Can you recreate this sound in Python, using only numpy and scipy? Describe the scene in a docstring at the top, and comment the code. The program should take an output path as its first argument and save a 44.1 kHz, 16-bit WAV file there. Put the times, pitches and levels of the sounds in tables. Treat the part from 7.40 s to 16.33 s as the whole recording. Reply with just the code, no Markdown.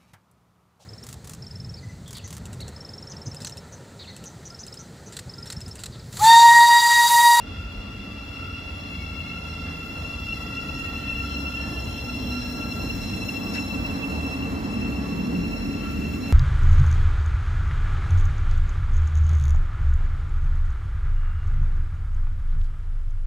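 """At a platform in a walled cutting, an electric train brakes; its first motor bogie passes at 6.2 s.
The inverters make the motors squeal at harmonics of the switching rate, with phase-modulation
sidebands that close in as the train slows. The gear whine falls, thin whistles drift, shafts and a fan
drone. Rough wheels excite ground, car bodies and rails into rumble, hiss and booms. A small knock sounds,
and later a brake valve puffs twice. The walls scatter the squeal, the gear whine and the whistles."""
import sys
import numpy as np
from scipy import signal
from scipy.fft import rfft, irfft, next_fast_len
from scipy.io import wavfile
from scipy.ndimage import uniform_filter1d, map_coordinates

SR = 44100
rng = np.random.default_rng(int(sys.argv[2]) if len(sys.argv) > 2 else 0)


def dump_mix(stems):
    """Bounce the given channels to the path in sys.argv[1] as a 16-bit WAV at rate SR."""
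    frames = np.atleast_2d(stems).T  # one column per channel
    limited = np.clip(frames, -1, 1)  # hard clip at full scale
    pcm = np.round(limited * 32767).astype(np.int16)
    wavfile.write(sys.argv[1], SR, pcm)


N = 393603
T = np.arange(N) / SR
SOUND_M_PER_S, TOP_HZ = 343, 15400
PASSING_S, TRACK_M = 6.2, 3.5  # when the first bogie draws level, and how far from the microphone
SWITCH_HZ, FULL_DEPTH_MESH_HZ = 675, 1900
MESH_PER_METRE, MESH_PER_CURRENT, MESH_PER_SHAFT = 435, 62, 26.3  # mesh cycles per metre or per cycle

# gear mesh rate, proportional to the train's speed: (time [s], frequency [Hz])
MESH_RATE = [(0, 2497), (3.9, 1804), (6.2, 1539), (8.93, 1132)]
# motor bogies: (distance behind the first [m], relative level [dB])
MOTOR_BOGIES = [(0, -3), (13, 1), (19, 10.5)]
# reverberation of the walls: (frequency [Hz], time to decay by 60 dB [s])
WALL_DECAY = [(200, 0.35), (2500, 0.83), (8000, 0.98), (15000, 0.62)]
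# wall reflections: (extra path per metre of approach [m/m], relative level [dB])
REFLECTIONS = [(0.55, -2), (1.15, -5), (1.9, -9)]
# squeal registers, hum to sizzle: (unscreened level at the passing [dB], growth with nearness [dB/dB],
# screening [dB], place of half screening [m], softness of the edge [m])
REGISTER_LEVELS = [(-33, 1.67, 21, -5.5, 4.9), (-22.5, 2, 22, -5, 6.46), (-43.5, 1.13, 26, -0.7, 9.4),
                   (-38.5, 2.07, 19, 0, 5.5), (-47.5, 2.5, 23.5, -1, 8.5), (-46, 2.5, 19, -1, 4.8)]
# partials of each register:
# (multiple of the switching rate, relative level [dB], modulation depth at FULL_DEPTH_MESH_HZ [rad])
HUM_PARTIALS = [(2, 0, 0.72)]
MAIN_PARTIALS = [(4, 0, 0.97)]
ODD_PARTIALS = [(3, -3, 2.1), (5, 2.5, 2.23), (7, -5, 2.7)]
RING_PARTIALS = [(6, 1.5, 1.53), (8, 0.5, 1.8), (9, -12.5, 3.6), (10, -25, 2.8), (12, -10.5, 1.6)]
FIZZ_PARTIALS = [(10, 3, 3), (11, -3.5, 3), (13, -61, 4.7), (14, -24, 2.1), (15, -7.5, 2.7), (16, 1, 2.6),
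                 (17, -4.5, 4.5), (18, -3.5, 3)]
SIZZLE_PARTIALS = [(19, -14, 3), (20, -13, 2.8), (21, -1, 2.6), (22, 0, 3.1)]
# long swells of the hum, short throbs of the main tone: (time [s], extra level [dB], half length [s])
HUM_RISES = [(0.22, 5.5, 0.055), (1.07, 7.5, 0.072), (2.02, 2, 0.22), (3.17, 3.5, 0.088), (3.46, 3.5, 0.15),
             (3.87, 6.5, 0.043), (4.11, 5.5, 0.16), (4.68, 7, 0.028), (4.98, 7.5, 0.059), (5.28, 9.5, 0.13),
             (8.47, 9.5, 0.062)]
MAIN_THROBS = [(0.97, 4.5, 0.013), (1.04, 5, 0.018), (1.16, 5.5, 0.02), (1.29, 3, 0.024), (1.53, 4, 0.016),
               (1.8, 6, 0.013), (1.91, 5.5, 0.02), (1.97, 4, 0.013), (2.66, 5.5, 0.008), (2.72, 4, 0.022),
               (2.89, 6, 0.023), (2.93, 13, 0.0068), (3.185, 7.5, 0.015), (3.29, 4.5, 0.013),
               (3.41, 4.5, 0.021), (3.465, 6.5, 0.022), (3.555, 7, 0.011), (3.715, 9, 0.033),
               (3.795, 8, 0.02), (3.965, 8, 0.013), (4.07, 9, 0.015), (4.16, 8.5, 0.016),
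               (4.215, 6.5, 0.023), (4.383, 5.5, 0.01), (4.443, 0, 0.0087), (4.59, 4, 0.0076),
               (4.7, 5, 0.016), (4.757, 5, 0.014), (4.83, 1, 0.011), (4.91, 8.5, 0.014), (4.967, 5.5, .016),
               (5.05, 2.5, .018), (5.223, 11, 0.0078), (5.323, 6.5, 0.0064), (5.417, 5, 0.0077),
               (5.507, 12.5, 0.0082), (5.58, -1, 0.024), (5.737, 9, 0.012), (5.83, 5, 0.011),
               (5.893, 12, 0.0057), (5.967, 8.5, 0.0097), (6.073, 10, 0.0062), (6.18, 11, 0.022),
               (6.323, 8, 0.022), (6.393, 12, 0.011), (6.46, 10, 0.017), (6.507, 8, 0.011),
               (6.637, 12, 0.015), (6.74, 6, 0.034), (6.82, 5, 0.026), (6.87, 8, 0.015),
               (6.935, 8.5, 0.024), (7.03, 6.5, 0.028), (7.073, 1.5, 0.011), (7.347, 6, 0.019),
               (7.445, 7.5, 0.031), (7.553, 6, 0.029), (7.727, 5, 0.014), (7.797, 6, 0.015),
               (7.96, 8.5, 0.0088), (8.05, 7, 0.018), (8.14, 9, 0.0085), (8.337, 1, 0.014),
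               (8.44, 3.5, 0.013), (8.52, 2.5, 0.012), (8.65, 3, 0.015), (8.74, 1, .011),
               (8.807, -11, 0.014)]
# stereo balance of the squeal: (frequency [Hz], left minus right [dB])
SQUEAL_BALANCE = [(1350, -1), (2700, 1), (4000, 4), (5400, 6.5), (8000, 0), (15000, 0)]
# stereo phase of the squeal: (frequency [Hz], lag of the left [rad])
SQUEAL_PHASE = [(5600, 0), (7300, 0.73), (9400, 5), (11400, 6), (13500, 11), (15000, 10)]
# swells of the gear whine: (time [s], level [dB], half length [s])
GEAR_SWELLS = [(1.63, -50, 0.063), (1.912, -54, 0.1), (2.272, -54, 0.066), (3.1, -52.5, 0.13),
               (3.422, -52, 0.088), (3.69, -55, 0.11), (4.263, -50, 0.085), (5.152, -54, 0.11),
               (5.454, -49, 0.047)]
# three motor whistles, then a faint ringing, one table each: (time [s], frequency [Hz], level [dB])
THIN_WHISTLES = [
    [(2.8, 3260, -67), (3.5, 3060, -63), (4.3, 3150, -52), (5.5, 3090, -61), (6.3, 3040, -62),
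     (7.2, 3100, -65)],
    [(5.6, 4380, -90), (6.6, 4380, -63), (7.9, 4330, -66), (8.93, 4260, -72)],
    [(6.6, 4240, -72), (7.5, 4210, -59), (8.2, 4230, -63), (8.93, 4320, -81.5)],
    [(0, 1168, -60), (2.5, 1162, -61), (4.8, 1140, -66), (6.2, 1147, -55)],
]
# shaft drone: (time [s], fundamental level [dB], octave level [dB])
SHAFT_LEVELS = [(0, -48, -58), (1.4, -45, -53), (2, -40.5, -42.5), (2.5, -45, -46), (3, -46, -49),
                (3.6, -42.5, -47), (4.3, -35, -44), (4.8, -39, -48), (5.5, -45, -49), (8.93, -54, -56)]
# rolling noise of ground, body, wheels, rails: (level at the passing [dB], growth with nearness [dB/dB])
ROLLING_LEVELS = [(-35, 0.45), (-32, 1.1), (-35.5, 1.35), (-47.5, 0.57)]
# spectra of those four and of the nearest wheel treads: (frequency [Hz], relative level [dB])
GROUND_SPECTRUM = [(15, -61), (24, -30), (32, -8), (45, -0.5), (65, 3.5), (88, 2.5), (130, -4),
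                   (170, -12.5), (290, -96)]
BODY_SPECTRUM = [(70, -45), (115, -8.5), (150, -7), (185, 1.5), (240, 1), (285, -0.5), (325, -7),
                 (400, -14.5), (445, -10), (500, -23), (650, -93)]
WHEEL_SPECTRUM = [(200, -22), (350, -8.5), (480, -0.5), (650, -2), (900, -5.5), (1250, -11), (1600, -23),
                  (2500, -75)]
RAIL_SPECTRUM = [(900, -20), (1500, 0.5), (1950, 3), (2400, -2), (3000, -6.5), (4400, -9.5), (6000, -12),
                 (7400, -16), (10000, -27), (15500, -32)]
TREAD_SPECTRUM = [(250, -32), (430, 6), (750, 3.5), (1100, 3.5), (1400, 1), (2000, -10), (3000, -40)]
# rightward swing of the rolling noise: (time [s], bearing [right angles])
BEARING = [(3.5, 0.0077), (7, 0.89)]
# the platform edge shadows the wheels: (screening [dB], place of half screening [m], softness [m])
WHEEL_SHADOW = (11.2, -2, 6.6)
# the body rumbles harder as the first bogie goes by: (time [s], extra level [dB], half length [s])
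BODY_RISE = (7.72, 4, 0.34)
# resonances of body and track, and one swell of the fan's tone near 284 Hz at about 4 s: (time [s], frequency
# [Hz], level [dB], half length [s])
RESONANCES = [(0.192, 78.7, -30, 0.015), (0.26, 53.4, -31, 0.024), (0.387, 42.5, -33, 0.022),
              (0.4, 200.4, -46.5, 0.33), (1.645, 62.4, -38.5, 0.11), (3.956, 283.8, -42.5, 0.36),
              (4.94, 246.7, -33.5, 0.21), (6.05, 96.6, -41.5, 0.29), (6.757, 270.8, -37.5, 0.28),
              (6.76, 74.6, -29, 0.036), (7.617, 65.5, -32.5, 0.067), (7.619, 204.7, -37, 0.22),
              (7.76, 168, -35.5, 0.099), (7.992, 174.6, -28.5, 0.049), (8.202, 42.2, -36, 0.068),
              (8.498, 44.8, -40, 0.11), (8.56, 70.8, -34, 0.13)]
# a small knock, then two puffs of brake air: (time [s], centre [Hz], level [dB], half length [s])
NOISE_BURSTS = [(2.286, 1730, -46, 0.03), (6.15, 5200, -42.5, 0.017), (6.167, 2000, -36.5, 0.018)]
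# spectrum of a burst: (multiple of the centre frequency, relative level [dB])
BURST_SPECTRUM = [(0.25, -50), (0.68, -5), (1, 0), (1, -4), (2, -20), (5, -50)]
# the first bogie's axles pass the platform gap: (time [s], level [dB], half length [s])
AXLE_PASSES = [(6.647, -41, 0.56), (7.7, -46, 0.55)]


def amp(db):
    """Amplitude ratio of a level in decibels."""
    return 10 ** (np.asarray(db) / 20)


def unit(x):
    """Normalisation to rms 1."""
    return x / np.sqrt(np.mean(x ** 2) + 1e-20)


def along(points, hz):
    """Interpolation of (frequency, value) points on a logarithmic frequency axis."""
    knots_hz, values = np.transpose(points)
    return np.interp(np.log(hz + 1), np.log(knots_hz + 1), values)


def curves(rows):
    """Linear interpolation in time: one curve for each column after the first."""
    times, *columns = np.transpose(rows)
    return [np.interp(T, times, column) for column in columns]


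def wobble(rate):
    """Smooth random modulation: a spline through `rate` Gaussian knots a second."""
    coarse = np.linspace(0, T[-1], N // 20)
    knots = rng.standard_normal(8192)
    return np.interp(T, coarse, map_coordinates(knots, [coarse * rate], mode="wrap"))


def bell(s, half):
    """Gaussian envelope of height 1 at time s, with standard deviation `half`."""
    return np.exp(-np.minimum(((T - s) / half) ** 2 / 2, 30))


def swells(rows):
    """Superposition of Gaussian envelopes, each with its own peak level."""
    return sum(amp(db) * bell(s, half) for s, db, half in rows)


def rises_db(rows):
    """Gaussian rises in level, which add in decibels."""
    return sum(db * bell(s, half) for s, db, half in rows)


def phase(hz):
    """Phase as the time integral of frequency."""
    return 2 * np.pi * np.cumsum(hz) / SR


def filtered(x, response):
    """Linear filtering: the spectrum times a frequency response."""
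    size = next_fast_len(N + SR // 4, True)
    hz = np.fft.rfftfreq(size, 1 / SR)
    return irfft(rfft(x, size) * response(hz), size)[..., :N]


def whine(hz, db, blur_rad, blur_rate, waver_db):
    """A tone whose spectral line is broadened by random phase and amplitude modulation."""
    tone = np.sin(phase(hz) + blur_rad * wobble(blur_rate))
    return amp(db) * unit(tone * amp(waver_db * wobble(13)))


def rush(spectrum, coherence, lag_ms):
    """Partly coherent stereo noise of rms 1; sound from the right reaches the left later."""
    turn = np.arccos(coherence) / 2
    mid, side = rng.standard_normal((2, N)) * [[np.cos(turn)], [np.sin(turn)]]
    lag_s = np.array([[lag_ms / 1000], [0]])
    response = lambda hz: amp(along(spectrum, hz)) * np.exp(-2j * np.pi * hz * lag_s)
    return unit(filtered(np.array([mid + side, mid - side]), response))


def travel():
    """Distance as the integral of speed: metres by which the first bogie has passed the microphone."""
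    metres = np.cumsum(curves(MESH_RATE)[0] / MESH_PER_METRE) / SR
    return metres - np.interp(PASSING_S, T, metres)


def bogie_paths():
    """Spherical spreading: each bogie's range and share, and their joint nearness (0 dB at the passing)."""
    place = travel()
    ranges = [np.hypot(place - behind, TRACK_M) for behind, _ in MOTOR_BOGIES]
    gains = np.array([amp(db) / r for (_, db), r in zip(MOTOR_BOGIES, ranges)])
    total = np.linalg.norm(gains, axis=0)
    near_db = 20 * np.log10(total / np.interp(PASSING_S, T, total))
    return ranges, gains / total, near_db


def screening(screen_db, edge_m, soft_m):
    """Acoustic shadow: decibels lost as the first bogie slips behind the platform edge."""
    return screen_db * (1 + np.tanh((travel() - edge_m) / soft_m)) / 2


def reflections(x):
    """Doppler shift: reflected paths lengthen as the train nears, adding copies of lower pitch."""
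    place = travel()
    approach_m = (place - np.hypot(place, TRACK_M)) / 2
    lag = approach_m / SOUND_M_PER_S * SR
    copies = sum(amp(db) * map_coordinates(x, [np.arange(N) - extra * lag], mode="mirror")
                 for extra, db in REFLECTIONS)
    return (x + copies) / np.sqrt(1 + sum(amp(db) ** 2 for _, db in REFLECTIONS))


def cutting(x, wet_db):
    """Direct sound plus diffuse wall scatter, whose impulse response changes as the train moves."""
    hop = SR // 4
    window = np.sqrt(signal.get_window("hann", 2 * hop))
    padded = np.pad(reflections(x), (hop, 2 * hop))
    echo = np.zeros((2, N + 2 * SR))
    for start in range(0, N + hop, hop):
        hz, t, noise = signal.stft(rng.standard_normal((2, hop)), SR, nperseg=256)
        decay = amp(-60 * t / along(WALL_DECAY, hz)[:, None])
        decay /= np.linalg.norm(decay, axis=1, keepdims=True)
        tail = signal.istft(noise * decay, SR, nperseg=256)[1]
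        tail /= np.linalg.norm(tail[0])
        part = signal.fftconvolve([padded[start:start + 2 * hop] * window], tail, axes=1)
        echo[:, start:start + part.shape[1]] += part
    return (x + amp(wet_db) * echo[:, hop:hop + N]) / np.hypot(1, amp(wet_db))


def evened(x, span_s, share):
    """Compression: division by the running rms evens out a share of a tone's random fading."""
    smooth = lambda v: uniform_filter1d(v, int(span_s * SR))
    power = np.abs(smooth(smooth(np.mean(x ** 2, axis=0)))) + 1e-6
    return unit(x / power ** (share / 2))


def inverter_tones(mesh_hz, ranges, shares):
    """Phase modulation: each bogie's motor current puts sidebands on the switching harmonics."""
    registers = [HUM_PARTIALS, MAIN_PARTIALS, ODD_PARTIALS, RING_PARTIALS, FIZZ_PARTIALS, SIZZLE_PARTIALS]
    leads_db = [0, 9] + [6.5] * 4  # the first bogie stands out in every register above the hum
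    weights = [shares * amp([[db], [0], [0]]) for db in leads_db]
    weights = [w / np.linalg.norm(w, axis=0) for w in weights]
    tones = np.zeros((len(registers), N))
    for bogie, range_m in enumerate(ranges):
        carrier = 2 * np.pi * SWITCH_HZ * (T - range_m / SOUND_M_PER_S)  # travel time: Doppler shift
        uneven = carrier + 0.045 * wobble(600)  # uneven switching smears high partials into a fizz
        current = phase(mesh_hz / MESH_PER_CURRENT) + rng.uniform(0, 2 * np.pi)
        sway = mesh_hz / FULL_DEPTH_MESH_HZ * np.sin(current)
        for i, partials in enumerate(registers):
            swing = sway + 0.92 * wobble(60)
            switching = carrier if i < 2 else uneven
            tone = sum(amp(db) * np.sin(k * switching + depth * swing + rng.uniform(0, 2 * np.pi))
                       for k, db, depth in partials)
            flutter = unit(amp(3 * wobble(40)))
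            tones[i] += weights[i][bogie] * np.sqrt(2) * tone * flutter
    return tones


def motor_squeal(tones, near_db):
    """Radiation of the inverter tones: they grow with nearness, then fall into the platform's shadow."""
    hum, main, *upper = tones
    ease_db = 0.17 * np.maximum(T - PASSING_S, 0)  # the electric braking eases off
    hum_db, main_db, *upper_db = [db + growth * near_db - screening(*shadow) - ease_db
                                  for db, growth, *shadow in REGISTER_LEVELS]
    hum = evened(cutting(hum, wet_db=1.5), span_s=0.16, share=1.0)
    main = evened(cutting(main, wet_db=0.5), span_s=0.036, share=0.77)
    squeal = amp(hum_db + rises_db(HUM_RISES)) * hum + amp(main_db + rises_db(MAIN_THROBS)) * main
    squeal += cutting(np.sum(amp(upper_db) * upper, axis=0), wet_db=0)
    sides = np.array([[0.5], [-0.5]])
    balance = lambda hz: amp(along(SQUEAL_BALANCE, hz) * sides)
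    return filtered(squeal, lambda hz: balance(hz) * np.exp(-1j * along(SQUEAL_PHASE, hz) * sides))


def gear_whine(mesh_hz):
    """Periodic tooth contact radiates at the mesh rate; the steady part fades after the passing."""
    steady_db = -65 - 2 * np.maximum(travel(), 0)
    tone = whine(mesh_hz, db=0, blur_rad=0.51, blur_rate=70, waver_db=1)
    return (amp(steady_db) + swells(GEAR_SWELLS)) * cutting(tone, wet_db=6)


def thin_whistles():
    """Narrow-band radiation: three motor tones and a faint ringing near 1150 Hz, perhaps wheel or rail."""
    tones = sum(whine(*curves(rows), blur_rad=1.8, blur_rate=60, waver_db=4) for rows in THIN_WHISTLES)
    return cutting(tones, wet_db=-3)


def shaft_drone(mesh_hz):
    """Rotation of the shafts gives a fundamental and its octave, proportional to speed."""
    shaft_hz = mesh_hz / MESH_PER_SHAFT
    return sum(whine(k * shaft_hz, db, blur_rad=0.12, blur_rate=4.2, waver_db=2)
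               for k, db in enumerate(curves(SHAFT_LEVELS), 1))


def cooling_fan(near_db):
    """Steady rotation holds the fan's pitch; its level grows with nearness up to a ceiling."""
    level_db = -42 + 1.21 * np.minimum(near_db, 0)
    return whine(hz=np.full(N, 281.5), db=level_db, blur_rad=0.84, blur_rate=12, waver_db=2)


def rolling_noise(near_db):
    """Roughness excitation: wheels shake ground, bodies and rails; the noise swings right as they near."""
    ground_db, body_db, wheel_db, rail_db = [db + growth * near_db for db, growth in ROLLING_LEVELS]
    body_db += rises_db([BODY_RISE])
    wheel_db -= screening(*WHEEL_SHADOW)
    bearing = np.pi / 2 * curves(BEARING)[0]

    def moving(spectrum, coherence, lag_ms):
        """Equal-power crossfade from noise ahead to noise on the right."""
        ahead = rush(spectrum, coherence, 0)
        beside = rush(spectrum, coherence, lag_ms)
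        return np.cos(bearing) * ahead + np.sin(bearing) * beside

    ground = amp(ground_db + 1.5 * wobble(5.6)) * moving(GROUND_SPECTRUM, coherence=0.94, lag_ms=0.34)
    body = amp(body_db + 1.06 * wobble(9)) * moving(BODY_SPECTRUM, coherence=0.93, lag_ms=0.53)
    wheels = amp(wheel_db + 1.2 * wobble(12)) * moving(WHEEL_SPECTRUM, coherence=0.18, lag_ms=0.39)
    rails = amp(rail_db + 0.92 * wobble(11)) * moving(RAIL_SPECTRUM, coherence=0.028, lag_ms=0.413)
    rightward = amp(1.05 * np.sin(bearing) * np.array([[-1], [1]]))
    return ground + body * np.sqrt(rightward) + (wheels + rails + wheel_treads()) * rightward


def booms():
    """Resonance: low modes of body and track swell as the wheels cross uneven rail; once, near 4 s, the fan's
    tone swells too."""
    return sum(amp(db) * bell(s, half) * np.sqrt(2) * np.sin(2 * np.pi * hz * T + rng.uniform(0, 2 * np.pi))
               for s, hz, db, half in RESONANCES)


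def knock_and_puffs():
    """Transients of band-limited noise: a small knock at 2.3 s, then two puffs of air from a brake valve."""
    bursts = np.zeros((2, N))
    for s, hz, db, half in NOISE_BURSTS:
        spectrum = [(hz * ratio, band_db) for ratio, band_db in BURST_SPECTRUM]
        bursts += amp(db) * bell(s, half) * rush(spectrum, coherence=0.47, lag_ms=0.31)
    return bursts


def wheel_treads():
    """Transmission through an aperture: the platform gap lets tread noise out while an axle is abreast."""
    return swells(AXLE_PASSES) * rush(TREAD_SPECTRUM, coherence=0.99, lag_ms=0.28)


def scene():
    """Superposition of squeal, other tones, rolling noise, booms, the knock and the brake puffs."""
    mesh_hz, = curves(MESH_RATE)
    ranges, shares, near_db = bogie_paths()
    squeal = motor_squeal(inverter_tones(mesh_hz, ranges, shares), near_db)
    tones = gear_whine(mesh_hz) + thin_whistles() + shaft_drone(mesh_hz) + cooling_fan(near_db)
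    return squeal + tones + rolling_noise(near_db) + booms() + knock_and_puffs()


def record(dry):
    """Band limiting: an ideal low-pass filter at TOP_HZ."""
    return filtered(dry, lambda hz: hz < TOP_HZ)


dry = scene()
out = record(dry)
dump_mix(out)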